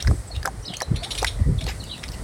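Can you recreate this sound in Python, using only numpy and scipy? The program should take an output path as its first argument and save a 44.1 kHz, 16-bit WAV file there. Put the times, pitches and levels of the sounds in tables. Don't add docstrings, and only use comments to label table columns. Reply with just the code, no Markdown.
import sys
import numpy as np
from scipy import signal
from scipy.fft import rfft, irfft, next_fast_len
from scipy.io import wavfile
from scipy.ndimage import uniform_filter1d, map_coordinates

SR = 44100
rng = np.random.default_rng(int(sys.argv[2]) if len(sys.argv) > 2 else 0)


def linear_from_db(decibels):
    return 10 ** (np.asarray(decibels, float) / 20)


def unload_wav(signal):
    wavfile.write(
        sys.argv[1],
        SR,
        np.round(np.clip(np.atleast_2d(signal).T, -1, 1) * 32767).astype(np.int16),
    )


N = 98607
T = np.arange(N) / SR


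def unit(x):
    return x / np.sqrt(np.mean(x ** 2) + 1e-20)


def wobble(knots_per_s):
    knots = rng.standard_normal(int(N * knots_per_s / SR) + 4)
    return map_coordinates(knots, [T * knots_per_s])


def filtered(x, response):
    size = next_fast_len(len(x) + 4096)
    spectrum = rfft(x, size) * response(np.fft.rfftfreq(size, 1 / SR))
    return irfft(spectrum, size)[:len(x)]


def coloured(points):
    point_hz, point_db = np.transpose(points)

    def response(hz):
        return linear_from_db(np.interp(np.log(hz + 1), np.log(point_hz + 1), point_db, -120, -120))

    return unit(filtered(rng.standard_normal(N), response))


def add(out, start_s, x):
    part = out[max(round(start_s * SR), 0):][:len(x)]
    part += x[:len(part)]


def swells(rows, lead, rough_rad):
    out = np.zeros(N)
    for time_s, db, hz, length_s in rows:
        t = T - time_s - (0.5 - lead) * length_s
        bell = np.exp(-2 * (t / length_s * 2.3) ** 2)
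        out += linear_from_db(db) * bell * np.cos(2 * np.pi * hz * t + rough_rad * wobble(hz / 4))
    return out


def sniffs():
    # (start [s], hold before the fall [s], level [dB], nose pitch factor, lowest resonance boost [dB])
    sniff_rows = [(0, 0.0066, -32, 0.94, -0.5), (0.346, 0.017, -47, 0.89, -16),
                  (0.732, .011, -36.5, 0.8, -14), (0.956, 0.015, -37, 0.99, -3),
                  (1.028, 0.022, -32.5, 0.93, -6.5), (1.105, 0.015, -28.5, 0.97, -15),
                  (1.145, 0.0077, -36, 0.84, -27), (1.175, 0.018, -29, 0.98, -7.5),
                  (1.204, 0.036, -43.5, 1.06, 8.5), (1.264, 0.017, -27, 0.94, -8),
                  (1.575, 0.017, -47.5, 1.03, -2), (1.606, 0.0085, -35.5, 0.96, -1.5),
                  (1.661, 0.0026, -33.5, 1.11, 0), (1.677, 0.021, -35.5, 0.66, -0.5),
                  (1.681, 0.024, -41, 1.27, -24), (1.707, 0.014, -41.5, 0.91, 15),
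                  (2.029, 0.011, -34.5, 0.905, 5), (2.114, 0.0034, -42, 1.36, -10),
                  (2.129, 0.017, -46, 1.19, 4)]
    # (frequency [Hz], -6 dB width [Hz], gain [dB])
    nose_rows = [(2394, 610, 4.5), (3900, 960, 8), (5805, 400, 2), (7100, 450, -5.5), (9220, 600, -5),
                 (10100, 790, -3), (11600, 2300, -17)]
    start_pitch, glide_s = 0.768, 0.0043
    grain_db, grain_samples = 2.5, 70
    rise_s, fall_s, tail_db, tail_s = 0.0059, 0.0055, -8, 0.038
    out, t = np.zeros(N), T[:8192]
    early = np.exp(-t / glide_s)
    for start_s, hold_s, db, pitch, low_db in sniff_rows:
        gains = linear_from_db(np.array(nose_rows)[:, 2] + low_db * (np.arange(len(nose_rows)) == 0))

        def nose(factor):
            def response(hz):
                power = 0
                for (centre_hz, width_hz, _), gain in zip(nose_rows, gains):
                    offset = (hz - centre_hz * factor) / (width_hz / 2)
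                    power = power + gain ** 2 / (1 + offset ** 2) ** 2
                return np.sqrt(power)
            return response

        grain = unit(uniform_filter1d(rng.standard_normal(len(t)), size=grain_samples))
        air = rng.standard_normal((2, len(t))) * linear_from_db(grain_db * grain)
        opening = filtered(air[0], nose(pitch * start_pitch))
        opened = filtered(air[1], nose(pitch))
        breath = np.sqrt(early) * opening + np.sqrt(1 - early) * opened
        after = np.maximum(t - hold_s, 0)
        fall = np.exp(-after / fall_s) + linear_from_db(tail_db) * np.exp(-after / tail_s)
        add(out, start_s, linear_from_db(db) * np.minimum(t / rise_s, 1) * fall * unit(breath))
    return out


def buffet():
    # (time [s], deep level [dB], body level [dB])
    buffet_rows = [(0.0, -43, -44), (0.06, -31, -48), (0.09, -31, -23), (0.1, -10.5, -23),
                   (0.17, -27.5, -46.5), (0.35, -38.5, -48), (0.38, -28, -50), (0.45, -40.5, -45),
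                   (0.5, -33.5, -40), (0.57, -45.5, -44.5), (0.6, -30, -59), (0.71, -48, -42),
                   (0.75, -35, -51), (0.861, -39, -54), (0.921, -21, -28.5), (0.96, -25, -39.5),
                   (1.14, -38.5, -54), (1.27, -24.5, -52), (1.319, -28.5, -48), (1.39, -24.5, -46),
                   (1.42, -22, -35), (1.44, -25.5, -42.5), (1.489, -19, -27), (1.53, -32, -32),
                   (1.56, -25, -30.5), (1.73, -29.5, -45.5), (1.82, -35, -40), (2.05, -37.5, -44.5),
                   (2.06, -32, -39.5), (2.24, -32.5, -39)]
    # (frequency [Hz], relative level [dB])
    deep_colour = [(22, -24), (35, -2), (55, 6), (80, -4), (120, -4.5), (160, -38)]
    # (frequency [Hz], relative level [dB])
    body_colour = [(110, -5.5), (150, 3), (220, -6.5), (320, -12.5), (450, -16.5), (600, -25)]
    time_s, deep_db, body_db = np.transpose(buffet_rows)
    deep = linear_from_db(np.interp(T, time_s, deep_db) + 2.7 * wobble(14)) * coloured(deep_colour)
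    body = linear_from_db(np.interp(T, time_s, body_db) + 3.16 * wobble(29.76)) * coloured(body_colour)
    return deep + body


def thumps():
    # (middle [s], peak level [dB], frequency [Hz], length [s])
    thump_rows = [(0.0594, -18.5, 72, 0.066), (0.0778, -9.5, 62, 0.052), (0.0972, -8, 81, 0.034),
                  (0.087, -11, 151.4, 0.0078), (.125, -16.5, 56, 0.026), (0.34, -24, 52, 0.026),
                  (0.085, -18, 255, 0.0085), (.918, -12.5, 120, 0.02), (.917, -15.5, 203, 0.0081),
                  (1.415, -26, 214, 0.033), (1.4, -27, 238.4, 0.016), (.945, -14, 96, 0.019),
                  (1.42, -8.5, 82, 0.029), (1.47, -15, 70, 0.012), (1.49, -16.5, 143, 0.063),
                  (1.525, -16, 120, 0.028), (1.553, -18, 114, 0.032), (1.582, -12.5, 64, 0.024),
                  (1.67, -19, 59, 0.089)]
    return swells(thump_rows, 0.502, rough_rad=0.28)


def hiss():
    # (frequency [Hz], relative level [dB])
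    hiss_colour = [(190, -8.5), (330, -5), (605, -4), (956, -9.5), (1130, -9.5), (1700, -14), (1930, -11),
                   (2680, -22.5), (3660, -22), (4600, -22), (5080, -23.5), (7040, -29), (8100, -22.5),
                   (9700, -24.5), (10800, -35), (15500, -42.5), (16500, -44)]
    # (time [s], level [dB])
    lower_rows = [(0.0, -44.5), (0.27, -47), (0.81, -45.5), (1.14, -42), (1.39, -45), (1.63, -48),
                  (1.77, -44.5), (1.93, -47.5), (2.24, -43.5)]
    # (time [s], level [dB])
    treble_rows = [(0.0, -56), (0.06, -46.5), (0.32, -52), (1.01, -54), (1.16, -42), (1.39, -51.5),
                   (1.63, -51.5), (1.77, -48.5), (1.95, -50.5), (2.24, -48)]
    split_hz = 5000
    air = coloured(hiss_colour)
    treble = filtered(air, lambda hz: 1 / (1 + (split_hz / (hz + 1)) ** 6))

    def drift(rows):
        return linear_from_db(np.interp(T, *np.transpose(rows)) + 0.47 * wobble(24.84))

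    return drift(lower_rows) * unit(air - treble) + drift(treble_rows) * unit(treble)


def clicks():
    # (time [s], level [dB], mouth ring [Hz], tip ring [Hz],
    #          tip level before tip_lift_db [dB], crack level before crack_lift_db [dB])
    click_rows = [(0.023, -30.5, 580, 5250, -0.5, -31), (0.046, -23.5, 1610, 4530, -35, -31),
                  (0.072, -14, 2090, 5440, -20, -37), (0.077, -18, 1500, 5060, -22, -34),
                  (0.107, -31, 523, 5380, -38, -5), (0.111, -11.5, 660, 5000, -42, -41),
                  (0.362, -38.5, 740, 3590, -0.5, -18), (0.428, -25, 1660, 4770, -14.5, -20),
                  (0.442, -34, 1680, 4600, -34, -27), (0.451, -12.5, 1340, 8000, -42, -29),
                  (0.455, -7.5, 1530, 5390, -26.5, -9), (0.46, -20, 550, 4020, -22.5, -19),
                  (0.474, -8.5, 990, 5610, -32, -24), (0.737, -36, 604, 3380, -32, -1),
                  (0.767, -36.5, 2300, 5810, 1.5, 6), (0.803, -23, 2230, 5070, -12.5, -7),
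                  (0.811, -14, 1810, 4470, -31, -36), (0.818, -9, 645, 5260, -21, -13.5),
                  (1.218, -22.5, 497, 5120, -14, -15), (1.228, -6, 710, 5600, -32, -14.5),
                  (1.244, -6.5, 2014, 5190, -24, -11), (1.246, -11.5, 1580, 3600, -21.5, -27),
                  (1.64, -32.5, 764, 4430, -11, 2), (1.666, -17.5, 770, 4500, -22, -32),
                  (1.675, -22.5, 550, 4500, -20, -25), (1.839, -37, 500, 4550, -24, 9),
                  (1.978, -32.5, 1770, 3350, -17, -4), (2.037, -34, 2140, 5100, -6, -30),
                  (2.08, -42, 600, 4620, -2, -18), (2.086, -24.5, 590, 4480, -16, -32)]
    slips, slip_gap_s, slip_step_db = 2, 0.0012, 15.5
    rise_s, mouth_rise_s, tip_rise_s = 0.00026, 0.00027, 0.0007
    high_mouth_hz, low_mouth_t60_s, high_mouth_t60_s = 1100, 0.0095, 0.014
    upper_ratio, under_ratio, partial_db = 1.62, 0.463, -8
    tip_lift_db, tip_t60_s = 19, 0.014
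    crack_lift_db, crack_t60_s, crack_foot_hz, crack_top_hz = 10.5, 0.0062, 3800, 10300
    out, t = np.zeros(N), T[:2048]
    rise = 1 - np.exp(-t / rise_s)

    def crack_band(hz):
        return 1 / (1 + (hz / crack_top_hz) ** 8) / (1 + (crack_foot_hz / (hz + 1)) ** 6)

    for time_s, db, mouth_hz, tip_hz, tip_db, crack_db in click_rows:
        is_low = mouth_hz < high_mouth_hz
        mouth_t60_s = low_mouth_t60_s if is_low else high_mouth_t60_s
        ratio = upper_ratio if is_low else under_ratio
        for k in range(slips):
            bend = np.exp(rng.normal(0, 0.061))
            main = np.sin(2 * np.pi * mouth_hz * bend * t)
            partial = linear_from_db(partial_db) * np.sin(2 * np.pi * ratio * mouth_hz * t / bend)
            mouth = linear_from_db(-60 * t / mouth_t60_s) * (1 - np.exp(-t / mouth_rise_s)) * (main + partial)

            phase_walk = np.cumsum(rng.normal(0, 0.27, len(t)))
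            tip = np.sin(2 * np.pi * tip_hz * bend * t + phase_walk)
            tip *= linear_from_db(tip_db + tip_lift_db - 60 * t / tip_t60_s) * (1 - np.exp(-t / tip_rise_s))

            crack = filtered(np.diff(rng.standard_normal(len(t) + 1)), crack_band)
            crack *= linear_from_db(crack_db + crack_lift_db - 60 * t / crack_t60_s)

            slip_s = time_s + slip_gap_s * k * rng.uniform(0.63, 1.3)
            gain = linear_from_db(db - slip_step_db * (slips - 1 - k))
            add(out, slip_s, gain * rise * (mouth + tip + crack))
    return out


def thin_whistles():
    # (start [s], end [s], mean frequency [Hz], mean level [dB])
    thin_rows = [(0.095, 0.327, 7960, -52), (0.623, 0.67, 5800, -49.5), (1.383, 1.54, 1940, -55.5),
                 (2.13, 2.21, 1987, -54.5)]
    pitch_spread, jitter_knots_per_s, fade_s = 0.035, 700, 0.0093
    out = np.zeros(N)
    for start_s, end_s, hz, db in thin_rows:
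        fade = np.clip(np.minimum(T - start_s, end_s - T) / fade_s, 0, 1)
        pitch_hz = hz + pitch_spread * hz * wobble(jitter_knots_per_s)
        tone = np.sin(2 * np.pi * np.cumsum(pitch_hz) / SR)
        out += linear_from_db(db + 6.6 * wobble(60.6)) * fade * tone
    return out


def whistles():
    # (time [s], pitch before wander [Hz], level before flutter [dB])
    whistle_rows = [
        [(.30, 4480, -58), (.315, 4380, -42.5), (.345, 3920, -44.5), (.365, 3660, -53), (.378, 3620, -55)],
        [(.343, 2700, -52), (.36, 2800, -43), (.372, 2820, -50)],
        [(.632, 2950, -59), (.644, 3030, -46), (.652, 3050, -56)],
        [(.646, 3560, -47), (.654, 3900, -41), (.66, 4870, -32.5), (.667, 5480, -38.5), (.675, 4840, -33),
         (.682, 4070, -24.5), (.69, 3520, -45), (.70, 3340, -33), (.71, 3130, -51)],
        [(.655, 4250, -44), (.662, 3860, -37), (.672, 3960, -54)],
        [(.678, 2965, -50), (.688, 2983, -44), (.70, 2900, -62), (.713, 2977, -48), (.722, 3005, -34),
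         (.732, 3230, -45), (.743, 3176, -35), (.755, 2830, -47)],
        [(.745, 4060, -47), (.757, 4200, -38), (.767, 4610, -40), (.778, 4300, -46), (.795, 4400, -49)],
        [(.815, 4360, -41), (.835, 3980, -44), (.86, 4400, -66)],
        [(.94, 3080, -57), (.96, 3800, -48), (1.0, 4400, -44.5), (1.03, 4500, -44), (1.08, 4400, -54)],
        [(1.275, 4050, -27), (1.31, 3900, -68), (1.37, 3600, -55)],
        [(1.578, 3900, -50), (1.592, 3420, -39), (1.62, 3760, -67), (1.655, 4510, -42), (1.67, 4300, -50)],
        [(1.79, 4410, -48), (1.805, 4250, -43), (1.822, 3800, -51), (1.84, 4380, -44)],
        [(1.842, 4650, -48), (1.862, 4470, -40), (1.88, 4650, -49), (1.94, 4560, -48), (1.97, 4520, -47)],
        [(1.832, 3030, -49), (1.85, 2750, -50), (1.868, 2740, -58), (1.89, 2880, -56)],
        [(1.862, 3950, -47), (1.872, 3530, -44), (1.89, 3800, -44), (1.92, 3964, -29.5), (1.935, 4100, -39),
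         (1.96, 3560, -55), (2.0, 3650, -46)],
        [(1.89, 3246, -48), (1.905, 3560, -33.5), (1.915, 3150, -41), (1.94, 2970, -47), (1.952, 2620, -47),
         (1.985, 2655, -53.5)],
    ]
    wander_hz, wander_knots_per_s = 70, 70
    rough_hz, rough_knots_per_s = 115, 700
    flutter_db, flutter_knots_per_s = 5, 130
    fade_s, echo_t60_s, echo_db = 0.0037, 0.23, -3.5
    out = np.zeros(N)
    for rows in whistle_rows:
        time_s, hz, db = np.transpose(rows)
        fade = np.clip(np.minimum(T - time_s[0], time_s[-1] - T) / fade_s, 0, 1)
        wander = wander_hz * wobble(wander_knots_per_s) + rough_hz * wobble(rough_knots_per_s)
        pitch_hz = np.interp(T, time_s, hz) + wander
        level_db = np.interp(T, time_s, db) + flutter_db * wobble(flutter_knots_per_s)
        out += fade * linear_from_db(level_db) * np.sin(2 * np.pi * np.cumsum(pitch_hz) / SR)
    tail = rng.standard_normal(SR // 2) * linear_from_db(-60 * T[:SR // 2] / echo_t60_s)
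    return out + linear_from_db(echo_db) * signal.fftconvolve(out, tail / np.linalg.norm(tail))[:N]


def pops():
    # (start [s], peak level [dB], frequency [Hz], length [s])
    pop_rows = [(.302, -32.5, 647, 0.011), (.478, -20.5, 720, 0.0069), (.483, -24.5, 742, 0.0094),
                (.693, -39, 707, 0.032), (.728, -32.5, 682, .012), (.824, -27.5, 597, 0.0096),
                (1.015, -30.5, 699, 0.031), (1.05, -36, 811, 0.033), (1.223, -18, 560, 0.0072),
                (1.228, -19, 746, 0.0074), (1.236, -22, 957, 0.0049), (1.674, -31.5, 474, 0.00985),
                (.469, -22.5, 620, 0.0044), (1.61, -36, 650, 0.028), (1.69, -32, 796, .012)]
    return swells(pop_rows, 0, rough_rad=0.61)


def cabin(x):
    t60_s, answer_db, gap_s = 0.07, -12, 0.002
    t = T[:6000]
    tail = rng.standard_normal(len(t)) * linear_from_db(-60 * t / t60_s) * (t > gap_s)
    return x + linear_from_db(answer_db) * signal.fftconvolve(x, tail / np.linalg.norm(tail))[:N]


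def scene():
    dog = sniffs() + clicks() + pops()
    air = buffet() + thumps() + hiss()
    return (cabin(dog) + air + thin_whistles() + whistles())[None]


def roll_off(x):
    return signal.sosfilt(signal.butter(12, 17060, fs=SR, output="sos"), x)


def record(dry):
    foot_hz = 37.3
    heard = filtered(dry[0], lambda hz: 1 / (1 + (foot_hz / (hz + 1)) ** 4))
    return roll_off(heard[None])


dry = scene()
out = record(dry)
unload_wav(out)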